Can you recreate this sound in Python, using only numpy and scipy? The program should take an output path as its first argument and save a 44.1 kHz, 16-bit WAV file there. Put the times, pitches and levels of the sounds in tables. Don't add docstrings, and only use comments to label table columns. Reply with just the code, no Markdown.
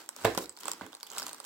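import sys
import numpy as np
from scipy import signal
from scipy.fft import rfft, irfft
from scipy.io import wavfile

SR = 44100
rng = np.random.default_rng(int(sys.argv[2]) if len(sys.argv) > 2 else 0)


def boost_factor(decibels):
    exponent = np.asarray(decibels, float) / 20
    return 10 ** exponent


def digitize_waveform(pressure):
    field = np.atleast_2d(pressure).T
    bounded = np.clip(field, -1, 1)
    quanta = np.round(bounded * 32767).astype(np.int16)
    wavfile.write(sys.argv[1], SR, quanta)


N = 63945


def shape(x, points):
    hz, db = np.array(points).T
    f = np.fft.rfftfreq(x.shape[-1], 1 / SR) + 1
    gain = boost_factor(np.interp(np.log(f), np.log(hz), db))
    return irfft(rfft(x) * gain, x.shape[-1])


def fade(t, t60):
    return boost_factor(-60 * t / t60)


def ring(modes, stretch, phase, size):
    hz, db, t60 = np.array(modes).T[:, :, None]
    t = np.arange(size) / SR
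    waves = np.sin(2 * np.pi * hz * t + phase)
    return (boost_factor(db) * waves * fade(t, t60 * stretch)).sum(0)


def pair(size):
    mid, side = rng.standard_normal((2, size))
    side = signal.lfilter(*signal.butter(1, 1580, "high", fs=SR), side)
    return np.array([mid + side, mid - side]) / np.sqrt(2)


def sides(pan_db):
    return boost_factor(np.array([[pan_db], [-pan_db]]) / 2)


def add(out, x, t, pan_db):
    i = int(t * SR)
    x = x * sides(pan_db)
    out[:, i:i + x.shape[1]] += x[:, :N - i]


# time in seconds, crackle level in dB, hand side in dB (left minus right).
GRIP_PATH = [(0, -55.5, 0), (0.078, -71.5, -4.5), (.15, -64.5, -4.5), (0.188, -56.5, -2), (.3, -52, -2.5),
             (.42, -59, -3.5), (.5, -68.5, -4.5), (0.557, -73.5, -7.5), (0.601, -64, -1.5),
             (0.683, -50, -6), (.76, -61.5, -2.5), (0.902, -67, -7), (1.0, -71.5, -3), (1.09, -63.5, -7),
             (1.19, -51.5, -3), (1.26, -54.5, -4.5), (1.36, -63.5, -2.5), (1.45, -62.5, -7.5)]


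def grip_db(t):
    g = np.array(GRIP_PATH)
    return np.interp(t, g[:, 0], g[:, 1])


def side_db(t):
    g = np.array(GRIP_PATH)
    return np.interp(t, g[:, 0], g[:, 2])


FILM_MODES_HZ = (3170, 4500, 5367, 7220)
# pitch in Hz, level in dB, t60 in seconds.
SHELL_MODES = [(867, -0.5, 0.02), (1039.5, -6, 0.033), (1411, -1.5, 0.017), (514, -5.5, 0.025)]


def snap(db, hz, shell_db, film_db):
    size, swell_s, burst_s, film_t60 = 1024, 0.0012, 0.0011, 0.0065
    clock = np.arange(size) / SR
    t = np.maximum(clock - swell_s, 0)
    c = rng.random(20)
    swell = np.clip(clock / swell_s, 0, 1) ** 4

    burst = signal.lfilter([1, 0.4, -1], [1.2], pair(size))
    burst = burst * np.exp(-t / (burst_s * (0.5 + c[0]))) * sides(5)

    modes = [(min(hz, SR / 3), 0, film_t60)]
    for k, f in enumerate(FILM_MODES_HZ):
        level = -27 * c[15 + k] - 3.5 - 9 * (k == 0)
        modes.append((f * (0.94 + 0.14 * c[10 + k]), level, film_t60))
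    phases = [2 * np.pi * (c[2] + k * c[3] / 2) for k in range(2)]
    film = np.array([ring(modes, 0.89, phase, size) for phase in phases])
    film = film / fade(clock - t, film_t60)

    modes = []
    for k, (f, level, t60) in enumerate(SHELL_MODES):
        modes.append((f * (0.911 + 0.19 * c[4 + k]), level - 6 * c[19 - k], t60))
    shell = np.array([ring(modes, 0.92, k * 1.26 * (c[1] - 0.5), size) for k in (-1, 1)])
    shell = shell * (1 - np.exp(-t / 0.0012)) * np.linspace(1, 0, size)

    sharp = swell * (boost_factor(-4) * burst + boost_factor(film_db) * film)
    return boost_factor(db) * (sharp + boost_factor(shell_db + 7.5) * shell)


# start in seconds, peak in dB, film pitch in Hz, shell ring in dB
# against the peak, film ring in dB against the peak.
CREASE_SNAPS = [(0.0894, -23.5, 8340, -13, 2), (0.1628, -26.5, 5830, -13.5, -17),
                 (0.236, -44.5, 12900, 10.5, -12), (0.2458, -22.5, 2730, 0, -1.5),
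                 (0.2492, -13, 4500, -13, -14), (0.2544, -30.5, 3600, 14, 12), (0.3478, -27, 7380, -5, -7),
                 (0.375, -15.5, 8920, -41, -1), (0.378, -20, 6940, -2, -16), (0.3822, -22.5, 13200, -32, -18),
                 (0.3873, -21, 3000, -20, -18), (0.4934, -33.5, 8030, -19, 8), (0.566, -37, 4500, -34, -0.5),
                 (0.572, -34.5, 7500, -11.5, 1.5), (0.5876, -37.5, 5360, -16, 1),
                 (0.6325, -28, 4460, -12.5, -6), (0.642, -39, 3130, -23, -1), (0.654, -31.5, 5600, 0, -23),
                 (0.6546, -36, 7670, -8, 12), (0.668, -48, 4140, -18, 10), (0.672, -58, 3030, -14, -3),
                 (0.6802, -23.5, 8210, -2.5, 6), (0.7152, -19, 7490, -18.5, -0.5),
                 (0.7331, -25, 8270, -15, -10),
                 (0.8098, -42, 4420, 14.5, 2), (0.8636, -33, 3300, -6, -10), (0.9295, -42, 3470, 1.5, 6),
                  (0.9404, -41.5, 3750, -10, -1.5), (0.9493, -33.5, 7940, -12, 6),
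                  (0.9674, -39.5, 4520, -7.5, -5), (1.0004, -40, 6700, -16, -6),
                  (1.0294, -24.5, 4640, -13.5, -4.5), (1.066, -34, 12100, -17, -2),
                  (1.0706, -36.5, 3440, -22, -2.5), (1.101, -34.5, 6460, -35, 3), (1.1157, -33, 7200, -12, 3),
                  (1.1244, -37, 3140, -3, -2.5), (1.1324, -33.5, 3100, -10, -10), (1.1444, -47, 2950, -9, 5),
                 (1.1654, -36, 3900, 0.5, 3), (1.1717, -31.5, 7470, -0.5, -7), (1.1771, -36, 4000, -11, -3),
                (1.1815, -19, 7820, -20, -4), (1.1897, -28, 5000, -24, -4), (1.1968, -24, 5500, -10.5, -2),
                (1.2072, -40, 4400, -0.5, 3), (1.2195, -29, 5140, -3, -4), (1.2277, -28, 4970, -29, 4),
                (1.2339, -32, 8170, -6, 3), (1.265, -21.5, 7560, -19.5, -3.5), (1.28, -36.5, 9100, -3, 9.5),
                (1.291, -35.5, 7100, -6.5, -1), (1.3303, -29, 8740, -12.5, 5),
                (1.4004, -34.5, 8500, -4.5, 11), (1.4412, -35, 8250, -7, -3.5)]
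# start in seconds, peak in dB, film pitch in Hz, shell ring
# in dB against the peak.
MORE_SNAPS = [(0.0604, -40.5, 7500, -16), (.2044, -49, 7400, -19), (.2134, -46, 7460, 2),
              (0.2212, -40, 8600, -9), (0.4228, -38, 8550, 0), (0.427, -48, 6580, -23),
              (0.4394, -34, 4120, -18), (.4434, -37, 5550, -10), (.4568, -33.5, 3960, -36),
              (0.477, -46, 12500, -28), (0.5242, -44, 7260, -24), (0.551, -57, 5170, -18),
              (0.6814, -25, 3390, -8.5), (0.923, -43, 7800, -25), (1.0074, -38.5, 3540, -12),
              (1.155, -45, 7000, -4), (1.1856, -23, 5100, -18), (1.1986, -31, 5430, -33),
              (1.266, -31, 3660, -8), (1.2824, -36, 5950, -31), (1.2864, -42, 8450, 4),
              (1.2924, -31, 3900, -18), (1.3104, -37, 7640, -1), (1.3264, -40, 8300, -23),
              (1.3444, -32.5, 5900, -7), (1.3813, -38, 8450, -10), (1.4164, -66, 4500, -11),
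              (1.4434, -38, 6000, -28), (1.4474, -29, 11400, -10.5)]


def snaps():
    out = np.zeros((2, N))
    for t, db, hz, shell_db, film_db in CREASE_SNAPS:
        spot_db = side_db(t) + 0.47 * rng.standard_normal()
        add(out, snap(db, hz, shell_db, film_db), t, spot_db)
    for t, db, hz, shell_db in MORE_SNAPS:
        add(out, snap(db, hz, shell_db, film_db=-5), t, side_db(t))
    return out


def crackle():
    out = np.zeros((2, N))
    for when, size, pitch, hollow, spot in rng.random((int(420 * N / SR), 5)):
        t = when * (N - 1) / SR
        db = grip_db(t) + 4.5 - 4.5 * np.log(size + 0.031)
        tiny = snap(db, hz=2800 * 4 ** pitch, shell_db=-14 * hollow, film_db=-2)
        add(out, tiny, t, side_db(t) + 5 * (spot - 0.5))
    return out


def fizz():
    chance, size = rng.random((2, N))
    ticks = (chance < 2500 / SR) * boost_factor(-4 * np.log(size + 0.02))
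    env = np.sqrt(signal.lfilter([1], [1, -0.96], ticks ** 2))
    grains = shape(env * pair(N), [(400, -21), (1200, 13.5), (2400, -1.5), (14000, -1.5)])
    return boost_factor(grip_db(np.arange(N) / SR) + 1.5) * grains / grains.std()


# start in seconds, length in seconds, level in dB.
FINGER_RUBS = [
    (.597, .017, -50),
    (.379, .07, -50),
]


def rubs():
    t = np.arange(N) / SR
    env = np.zeros(N)
    for start, length, db in FINGER_RUBS:
        rise = np.clip(2 * (t - start) / length, 0, 1)
        fall = np.clip(5 * (start + length - t) / length, 0, 1)
        env += boost_factor(db) * rise * fall
    return env * shape(pair(N), [(500, -39), (3000, 2.5), (7000, 10), (16000, 13)])


DESK_PAN_DB = -6
# pitch in Hz, level in dB, t60 in seconds.
DESK_MODES = [(61.2, -10, 1), (116.8, 3, 0.12), (224, -8, 0.022), (335.4, -1, 0.13), (450, -5.5, 0.075),
              (532, 2.5, 0.043), (680, 6, 0.047), (750, -10.5, 0.046), (1020, -5, 0.053), (1090, -19, .05),
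              (1415, -19, 0.056), (1533, 1.5, 0.021), (1760, -4.5, 0.028), (2240, 3, 0.05)]
# start in seconds, level in dB, contact time in seconds,
# ring length as a factor, extra desk boom in dB.
DESK_HITS = [
    (0.2459, -19, 0.0006, 1.5, -23),
    (0.2508, -6, 0.00053, 0.73, -0.5),
    (0.3763, -13, 0.001, 0.23, -12),
    (.382, -30.5, 0.001, 0.3, -4.5),
    (.654, -33.5, 0.0015, 1.8, -21),
    (.811, -51, 0.00028, 0.62, 4),
    (0.8164, -20.5, 0.002, 0.31, -21),
    (0.831, -29, 0.0015, 0.75, -5),
    (.842, -31, 0.002, 0.43, -2),
]


def thuds():
    out, size = np.zeros((2, N)), 12000
    t = np.arange(size) / SR
    for start, db, contact, stretch, boom_db in DESK_HITS:
        push = np.sin(np.pi * np.clip(np.arange(256) / SR / contact, 0, 1))
        c = rng.standard_normal((len(DESK_MODES), 3))
        modes, partners = [], []
        for (f, level, t60), (a, detune, b) in zip(DESK_MODES, c):
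            level = level + 0.7 * a + boom_db * (f < 280)
            modes.append((f, level, t60))
            partners.append((f * (1 + 0.035 * detune), level - 7 + b, t60 * 1.2))
        body = np.convolve(ring(modes + partners, stretch, 0, size), push / push.sum())[None, :size]

        touches = boost_factor(-24.5) * fade(t, 0.2) * (rng.random(size) < 0.06)
        mid, side = rng.standard_normal((2, size))
        touches = touches * (mid + 0.19 * side * np.array([[1], [-1]]))
        touches = signal.lfilter([0.1], [1, -0.9], touches)
        touches[:, 0] = 1
        body = signal.fftconvolve(body, touches, axes=1)[:, :size]

        rattle = shape(pair(size), [(200, -35), (700, 9), (3500, -7), (9000, -15.5)])
        rattle = rattle * boost_factor(1) * fade(t, 0.19 * stretch)
        add(out, boost_factor(db - 15.5) * (rattle - body), start, DESK_PAN_DB)
    return out


def rumble():
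    low = shape(pair(N), [(20, -51), (60, -6), (130, -14.5), (330, -5.5), (900, -24.5)])
    return boost_factor(grip_db(np.arange(N) / SR) + 5.5) * low / low.std() * sides(DESK_PAN_DB)


# band centre in Hz, level in dB, t60 in seconds.
ROOM_BANDS = [(167, -3, 0.33), (410, 5, 0.29), (990, -2, 0.2), (2080, -3, 0.38), (4700, -1, 0.24),
              (10600, 3, 0.094)]


def room():
    size = SR // 2
    t, out = np.arange(size) / SR, np.zeros((2, size))
    for hz, db, t60 in ROOM_BANDS:
        band = shape(pair(size), [(hz / 4, -40), (hz / 1.33, 0), (hz * 1.094, 0), (hz * 4, -40)])
        out += boost_factor(db) * band * fade(t, t60) / np.sqrt(t60 * SR / 14)
    return out * np.clip(t / 0.0041, 0, 1)


def echoes(film, desk):
    tail = room()
    film = boost_factor(-4) * shape(film, [(5500, -1), (8100, -4.5), (11000, -2)])
    send = (film + desk).mean(0, keepdims=True)
    wet = signal.fftconvolve(send, tail, axes=1)[:, :N]
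    lead = SR // 25
    knock = ring(DESK_MODES, 0.2, 0, lead) * boost_factor(-46)
    add(wet, signal.fftconvolve(knock[None], tail, axes=1)[:, lead:], 0, DESK_PAN_DB)
    return wet * sides(-3)


# frequency in Hz, level in dB per Hz.
AIR_COLOUR = [(18, -62), (30, -25), (319, -32), (740, -1), (889, -1), (2480, -36), (7870, -13.5),
              (9970, -22), (16000, -8)]


def background():
    air = shape(pair(N), AIR_COLOUR)
    return boost_factor(-58) * air / air.std()


def scene():
    film = snaps() + crackle() + fizz() + rubs()
    desk = thuds() + rumble()
    return film + desk + echoes(film, desk) + background()


def band_limit(x):
    return signal.sosfilt(signal.butter(12, 16990, fs=SR, output="sos"), x)


# frequency in Hz, gain in dB.
MIC_COLOUR = [(30, -42), (100, -10.5), (2000, 4), (6000, -1.5), (8200, -0.5), (9600, -9.5), (12000, -6.5),
              (16000, -8)]


def record(dry):
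    top_cut = signal.ellip(8, 0.3, 60, 16050, fs=SR, output="sos")
    mix = signal.sosfilt(top_cut, shape(dry, MIC_COLOUR))
    return band_limit(mix)


dry = scene()
out = record(dry)
digitize_waveform(out)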